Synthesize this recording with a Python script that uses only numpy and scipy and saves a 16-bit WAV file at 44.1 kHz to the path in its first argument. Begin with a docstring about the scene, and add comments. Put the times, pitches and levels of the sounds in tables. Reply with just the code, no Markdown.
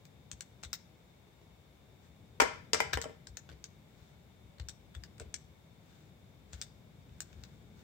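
"""Calculator keys on a desk

A thumb works the plastic keys of a calculator lying on a notebook: each key clicks down, thumps the
desk and snaps back. The hand brushes and pats the paper and case. Further off, something hard knocks
down, rings briefly and clatters. A small quiet room answers each blow, over a low rumble and hiss."""
import sys
import numpy as np
from scipy import signal
from scipy.fft import rfft, irfft, next_fast_len
from scipy.io import wavfile

SR = 44100
rng = np.random.default_rng(int(sys.argv[2]) if len(sys.argv) > 2 else 0)


def master(y):
    """Save y as 16-bit WAV."""
    cut = np.clip(np.atleast_2d(y).T, -1, 1)
    pcm = np.round(cut * 32767)  # scale
    wavfile.write(sys.argv[1], SR, pcm.astype(np.int16))


N = 345303


def amp(db):
    """Decibels to gain."""
    return 10 ** (np.asarray(db) / 20)


def unit(x):
    """Scale to rms 1."""
    return x / np.sqrt(np.mean(x ** 2) + 1e-20)


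def unit_energy(x):
    """Scale each channel to energy 1."""
    return x / np.linalg.norm(x, axis=-1, keepdims=True)


def along(points, hz):
    """Interpolate (freq_hz, value) points on a log axis."""
    freq_hz, values = np.transpose(points)
    return np.interp(np.log(hz + 1), np.log(freq_hz), values)


def peak(hz, centre_hz, width_hz):
    """Resonance curve of height 1."""
    return 1 / (1 + (2 * (hz - centre_hz) / width_hz) ** 2)


def pan(left_db):
    """Stereo gains of mean power 1, left_db louder on the left."""
    return unit(amp(np.array([[left_db], [-left_db]]) / 2))


def add(track, start_s, sound):
    """Mix a sound into the track."""
    i = max(0, round(start_s * SR))
    track[:, i:i + sound.shape[-1]] += sound[..., :N - i]


def filtered(x, response):
    """Zero-phase filter with gain response(hz)."""
    size = next_fast_len(N + SR // 2)
    return irfft(rfft(x, size) * response(np.fft.rfftfreq(size, 1 / SR)), size)[..., :N]


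# Background noise spectrum: freq_hz, density_db
AIR_SPECTRUM = [(20, -29.5), (42, -23), (58, -1), (170, -2), (280, -12.5), (450, -14), (800, -19),
                (1250, -25.5), (3000, -30), (5000, -33.5), (7500, -36.5), (10500, -42.5), (15500, -36.5)]
# Narrow bands in the hiss: centre_hz, width_hz, lift_db
HISS_BANDS = [(2225, 200, 7.5), (3620, 300, 10.5), (7450, 300, 5)]
# Left-right likeness of the noise: freq_hz, correlation (negatives act as 0)
AIR_CORRELATION = [(60, 0.98), (180, 0.82), (550, 0.36), (1650, -0.01), (4970, -0.26), (15000, 0.13)]
# Noise balance: freq_hz, left_over_right_db
AIR_BALANCE = [(60, 7), (240, 2.5), (950, 3.5), (3770, 3.5), (15000, 1)]
# Rumble swells, taken relative to their median: time_s, level_db
RUMBLE_SWELLS = [(0.0, -62.5), (1.44, -67), (2.22, -63), (2.97, -58), (3.09, -63.5), (4.27, -64),
                 (5.08, -61), (5.63, -64), (7.83, -59.5)]


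def background(level_db):
    """Room rumble swells slowly under a steady hiss with a few narrow bands."""
    def mid_side_gains(hz):
        lift_db = sum(db * peak(hz, centre_hz, width_hz) for centre_hz, width_hz, db in HISS_BANDS)
        spread_rad = np.arccos(np.clip(along(AIR_CORRELATION, hz), 0, 1)) / 2
        return amp(along(AIR_SPECTRUM, hz) + lift_db) * np.array([np.cos(spread_rad), np.sin(spread_rad)])
    mid, side = filtered(rng.standard_normal((2, N)), mid_side_gains)
    balance = lambda hz: amp(np.outer([1, -1], along(AIR_BALANCE, hz)) / 2)
    air = unit(filtered(np.array([mid + side, mid - side]), balance))
    rumble = filtered(air, lambda hz: 1 / (1 + (hz / 400) ** 4))
    time_s, swell_db = np.transpose(RUMBLE_SWELLS)
    swell = amp(np.interp(np.arange(N) / SR, time_s, swell_db - np.median(swell_db)))
    return amp(level_db) * (air + rumble * (swell - 1))


def struck(force, colour_db, size=16384):
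    """A short force drives a minimum-phase filter with response colour_db(hz)."""
    cepstrum = irfft(np.log(amp(colour_db(np.fft.rfftfreq(size, 1 / SR)))))
    cepstrum[1:size // 2] *= 2
    cepstrum[size // 2 + 1:] = 0
    return irfft(rfft(force, size) * np.exp(rfft(cepstrum)))


def contact(colour_db, crunch_s, rattle_db, t60_s, snap_gain, shared_gain, lag_s, size=2048):
    """One blow: a sharp snap, a crunch while the parts touch, a decaying rattle of dense modes."""
    t = np.arange(size) / SR
    noise = rng.standard_normal((3, size))
    decay = np.exp(-(t / crunch_s) ** 2) + amp(rattle_db - 60 * t / t60_s)
    attack = 1 - np.exp(-t / 0.00023)
    rattle = unit_energy((noise[:2] + shared_gain * noise[2]) * decay * attack)
    # the snap reaches the two microphone ports at slightly different times
    arrival_s = .0004 + lag_s * (2 * rng.random((2, 1)) - 1)
    force = rattle + snap_gain * np.sinc((t - arrival_s) * SR)
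    return unit_energy(struck(force, colour_db)) * np.sqrt(.005 * SR)  # energy of 5 ms at rms 1


# Room decay: freq_hz, t60_s
ROOM_DECAY = [(200, 0.34), (600, 0.35), (2000, 0.46), (5000, 0.4), (8000, 0.31), (15000, .18)]


def room(dry, early_db, late_db, wall_s, spread_s):
    """Direct sound, scatter off the nearest surfaces and a diffuse tail, drawn anew for each blow."""
    hz, frame_s, spectra = signal.stft(rng.standard_normal((2, SR // 2)), SR, nperseg=256)
    decay = amp(-60 * frame_s / along(ROOM_DECAY, hz)[:, None])
    tail = signal.istft(spectra * decay, SR, nperseg=256)[1]
    t = np.arange(tail.shape[1]) / SR
    tail = unit_energy(tail * (1 - np.exp(-(t / wall_s) ** 2)))
    early = unit_energy(rng.standard_normal(tail.shape) ** 3 * np.exp(-((t - wall_s) / spread_s) ** 2))
    return signal.fftconvolve(dry, (t == 0) + amp(early_db) * early + amp(late_db) * tail, axes=1)


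# Colour of the key clicks, shell and microphone together: freq_hz, gain_db
CLICK_COLOUR = [(150, -16), (480, -3.5), (1050, -7.5), (1500, 3.5), (1900, -2), (2750, -5), (3650, -2.5),
                (5000, -5.5), (6200, -6), (7900, -6.5), (9200, -19.5), (10700, -38.5), (13000, -19.5),
                (15300, -9), (16500, -27)]


def click(tone, bright_db, key_hz, fizz_db=0, resonance_db=9.5):
    """A key strikes its stop and rattles the shell; a brighter landing trades hollow body for edge."""
    tilt = [(1800, -.6 * bright_db), (3500, 0), (6000, 0.0049), (8000, bright_db), (13000, fizz_db)]

    def colour_db(hz):
        base_db = along(CLICK_COLOUR, hz) + along(tone, hz) + along(tilt, hz)
        return base_db + resonance_db * peak(hz, key_hz, .18 * key_hz)
    snap = contact(colour_db, crunch_s=0.0024, rattle_db=5.5, t60_s=0.029,
                   snap_gain=0.63, shared_gain=0.47, lag_s=.0001)
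    return room(snap, early_db=-7, late_db=-19.5, wall_s=0.011, spread_s=0.013)


def chatter(start_s, level_db, key_hz, bounces, gap_s=.0073, bounce_db=-5.5, bounce_hz=3710):
    """Contacts of a loose key on the case: its click, then evenly spaced weaker bounces."""
    rebounds = [(start_s + gap_s * (k + 1), level_db + bounce_db, bounce_hz) for k in range(bounces)]
    return [(start_s, level_db, key_hz)] + rebounds


# Keys going down: start_s, level_db, bright_db, key_hz, bounces, nail_lead_s, travel_s, thump_db
KEY_PRESSES = [(0.3152, -40, 11, 6040, 0, 0.00071, .011, -47), (0.635, -41, 5, 5860, 2, 0.0047, 0.019, -42),
               (2.933, -26, -4, 1630, 1, 0.0031, 0.0118, -31),
               (3.2708, -46, 6.5, 5160, 0, .001, .025, -45.5),
               (3.4907, -51, -3, 1500, 1, .001, .041, -52.5),
               (4.5987, -46.5, 0.5, 4200, 0, .015, 0.0025, -35.5),
               (4.95, -47.5, 0, 3400, 0, 0.0061, 0.01, -37),
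               (5.1987, -45, 2.5, 8200, 0, .0175, .061, -44.5),
               (6.532, -46, 1.5, 7140, 1, .004, 0.0038, -39.5),
               (7.093, -68, -0.5, 2600, 0, .02, .01, -43.5),
               (7.3297, -59, 3, 2600, 0, 0.0033, 0.037, -46.5)]
# Keys springing up: start_s, level_db, bright_db, key_hz, bounces, fizz_db
KEY_RELEASES = [(0.053, -57, -2, 2330, 0, 5), (0.4078, -39, -5, 8250, 0, -5),
                (0.7306, -32.5, -3.5, 5360, 1, 7), (3.0155, -36.5, -5, 7600, 1, -1),
                (3.3704, -39.5, -3.5, 6300, 0, -2), (3.6412, -41.5, -1, 6160, 0, -4),
                (4.6864, -40, 3.5, 5700, 1, -1.5), (5.0368, -46, -7.5, 4840, 0, -3),
                (5.3416, -34, 4.5, 5670, 0, -11), (6.615, -36, 3, 5660, 1, -3),
                (7.2047, -36, -2.5, 7660, 0, 4), (7.437, -48, -7, 3850, 0, -2)]
# Hollow downstroke: freq_hz, gain_db
PRESS_TONE = [(700, 0), (1800, 0), (3500, -1), (8000, -1), (13000, -8)]
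# Thin upstroke: freq_hz, gain_db
RELEASE_TONE = [(700, -8.5), (1800, -3.5), (3500, -1), (8000, 7.5), (13000, -0.5)]


def keys(touch_db=-14):
    """The nail touches a key, the key clicks down, and on release it snaps back up."""
    out = np.zeros((2, N))
    for start_s, level_db, bright_db, key_hz, bounces, nail_lead_s, _, _ in KEY_PRESSES:
        nail_touch = (start_s - nail_lead_s, level_db + touch_db, key_hz)
        for at_s, db, hz in [nail_touch] + chatter(start_s, level_db, key_hz, bounces):
            add(out, at_s - .0003, amp(db) * click(PRESS_TONE, bright_db, hz))
    for start_s, level_db, bright_db, key_hz, bounces, fizz_db in KEY_RELEASES:
        for at_s, db, hz in chatter(start_s, level_db, key_hz, bounces):
            add(out, at_s - .0003, amp(db) * click(RELEASE_TONE, bright_db, hz, fizz_db))
    return out * pan(left_db=5.5)


# Desk top modes: freq_hz, relative_db, t60_s
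DESK_MODES = [(68.7, -3, 0.22), (81.3, 11.5, 0.076), (108, -6, 0.18)]


def desk(knock_coupling_db=-29, pat_coupling_db=1):
    """Each key that bottoms out, each knock and each pat swings the desk top for a few cycles."""
    out = np.zeros((2, N))
    t = np.arange(SR // 2) / SR
    swing = sum(amp(db - 60 * t / t60_s) * np.sin(2 * np.pi * hz * t) for hz, db, t60_s in DESK_MODES)
    swing *= 1 - np.exp(-(t / 0.015) ** 2)
    swing /= np.abs(swing).max()
    pushes = [(start_s + travel_s, thump_db) for start_s, *_, travel_s, thump_db in KEY_PRESSES]
    pushes += [(start_s, db + knock_coupling_db) for start_s, db, *_ in HARD_KNOCKS]
    pushes += [(start_s, db + pat_coupling_db) for start_s, db in FINGER_PATS]
    for start_s, db in pushes:
        add(out, start_s - .004, amp(db) * swing)
    return out * pan(left_db=5)


# Hand strokes: centre_s, length_s, level_db
BRUSH_STROKES = [(1.1, .4, -84), (2.046, 0.07, -70), (4.038, 0.27, -71.5), (5.955, 0.25, -69.5),
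                 (6.594, 0.17, -65), (7.38, 0.72, -72.5), (7.8, 0.072, -67.5)]


def brushes():
    """Skin slides over paper and case in faint grainy swishes."""
    t = np.arange(N) / SR
    envelope = sum(amp(db) * np.exp(-(2 * (t - centre_s) / length_s) ** 2)
                   for centre_s, length_s, db in BRUSH_STROKES)
    grains = unit(filtered(rng.standard_normal((2, N)) ** 3, lambda hz: amp(along(CLICK_COLOUR, hz))))
    return envelope * grains * pan(left_db=4.0)


# Pats on case and notebook: start_s, level_db
FINGER_PATS = [(1.27, -64.5), (1.415, -58), (3.49, -58), (3.516, -54), (5.2051, -46), (5.218, -57)]
# Colour of a soft blow on the notebook: freq_hz, gain_db
PAT_COLOUR = [(80, 1), (200, -4.5), (380, 2), (650, -8.5), (1000, -20), (1600, -22.5), (3000, -19),
              (8000, -30), (11000, -43)]


def pats():
    """Soft fingertips give dull thuds with no ring."""
    out = np.zeros((2, N))
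    for start_s, level_db in FINGER_PATS:
        thud = contact(lambda hz: along(PAT_COLOUR, hz), crunch_s=0.0033, rattle_db=-17,
                       t60_s=0.043, snap_gain=0.97, shared_gain=4.4, lag_s=.00008)
        thud = room(thud, early_db=1.5, late_db=-5, wall_s=0.012, spread_s=0.0067)
        add(out, start_s, amp(level_db) * thud)
    return out * pan(left_db=1.5)


# Blows on the furniture: start_s, level_db, body_db, edge_db, knock_hz
HARD_KNOCKS = [(2.4002, -17, -7.5, -9.5, 1430), (2.4038, -19, -5, 0.5, 2100), (2.418, -22, 4.5, -2, 2240),
               (2.4224, -22.5, -0.5, -2, 1430), (2.7326, -20.5, 2.5, 11.5, 5600),
               (2.744, -27, -2, -4, 5650), (2.8027, -21, -5, -2.5, 2130), (2.9723, -29.5, 2, -3, 1900),
               (3.0411, -39.5, -2, 2.5, 3290), (3.0562, -37, 18, -19, 610), (3.094, -45, 13, -8, 900)]
# Colour of the hard knocks, object and microphone together: freq_hz, gain_db
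KNOCK_COLOUR = [(100, -16), (260, -4.5), (330, -11.5), (430, 1.5), (750, -6.5), (1300, -5), (2350, -9),
                (2750, -11.5), (3100, -8), (4200, -15.5), (5400, -9), (6600, -15.5), (7900, -11),
                (9600, -25.5), (10700, -32.5), (12000, -27.5), (15500, -29)]
# The object's ringing modes: freq_hz, lift_db
OBJECT_MODES = [(285, 5), (458, 6.5), (545, -1), (624, 12.5), (790, 10), (956, 9.5), (1079, 4), (1135, 1.5),
                (1304, 4), (1373, 7), (1620, 6), (1785, 6), (1860, -8), (2032, 6), (2094, 13), (2212, 3),
                (2328, 9), (2384, 6.5), (2500, 3.5), (3042, 5.5)]


def knocks(resonance_db, mode_width_hz):
    """A hard object lands further off: a crack, a short ring of narrow modes, more room than the keys."""
    out = np.zeros((2, N))
    for start_s, level_db, body_db, edge_db, knock_hz in HARD_KNOCKS:
        # a glancing blow on an edge shifts the weight to the treble
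        tone = [(400, body_db), (1000, 0.0011), (2400, 0.0056),
                (3500, edge_db), (8000, edge_db), (9800, .3 * edge_db)]

        def colour_db(hz):
            ring = sum(amp(db) ** 2 * peak(hz, mode_hz, mode_width_hz) for mode_hz, db in OBJECT_MODES)
            base_db = along(KNOCK_COLOUR, hz) + along(tone, hz) + 10 * np.log10(1 + ring)
            return base_db + resonance_db * peak(hz, knock_hz, .18 * knock_hz)
        crack = contact(colour_db, crunch_s=0.0035, rattle_db=-5, t60_s=.03,
                        snap_gain=.25, shared_gain=0.25, lag_s=.0001)
        crack = room(crack, early_db=-6, late_db=-10, wall_s=0.01, spread_s=.009)
        add(out, start_s, amp(level_db) * crack)
    return out * pan(left_db=4.5)


def scene():
    """Sounds at the desk, knocks further off and room noise."""
    near = keys() + pats() + desk() + brushes()
    return near + knocks(resonance_db=4, mode_width_hz=36) + background(level_db=-58.0)


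def record(dry):
    """The camera cuts the deepest bass and everything above its band limit."""
    low_cut_hz, top_hz = 46, 15800
    thinned = signal.sosfilt(signal.butter(4, low_cut_hz, "high", fs=SR, output="sos"), dry)
    return filtered(thinned, lambda hz: 1 / np.sqrt(1 + (hz / top_hz) ** 160))


dry = scene()
out = record(dry)
master(out)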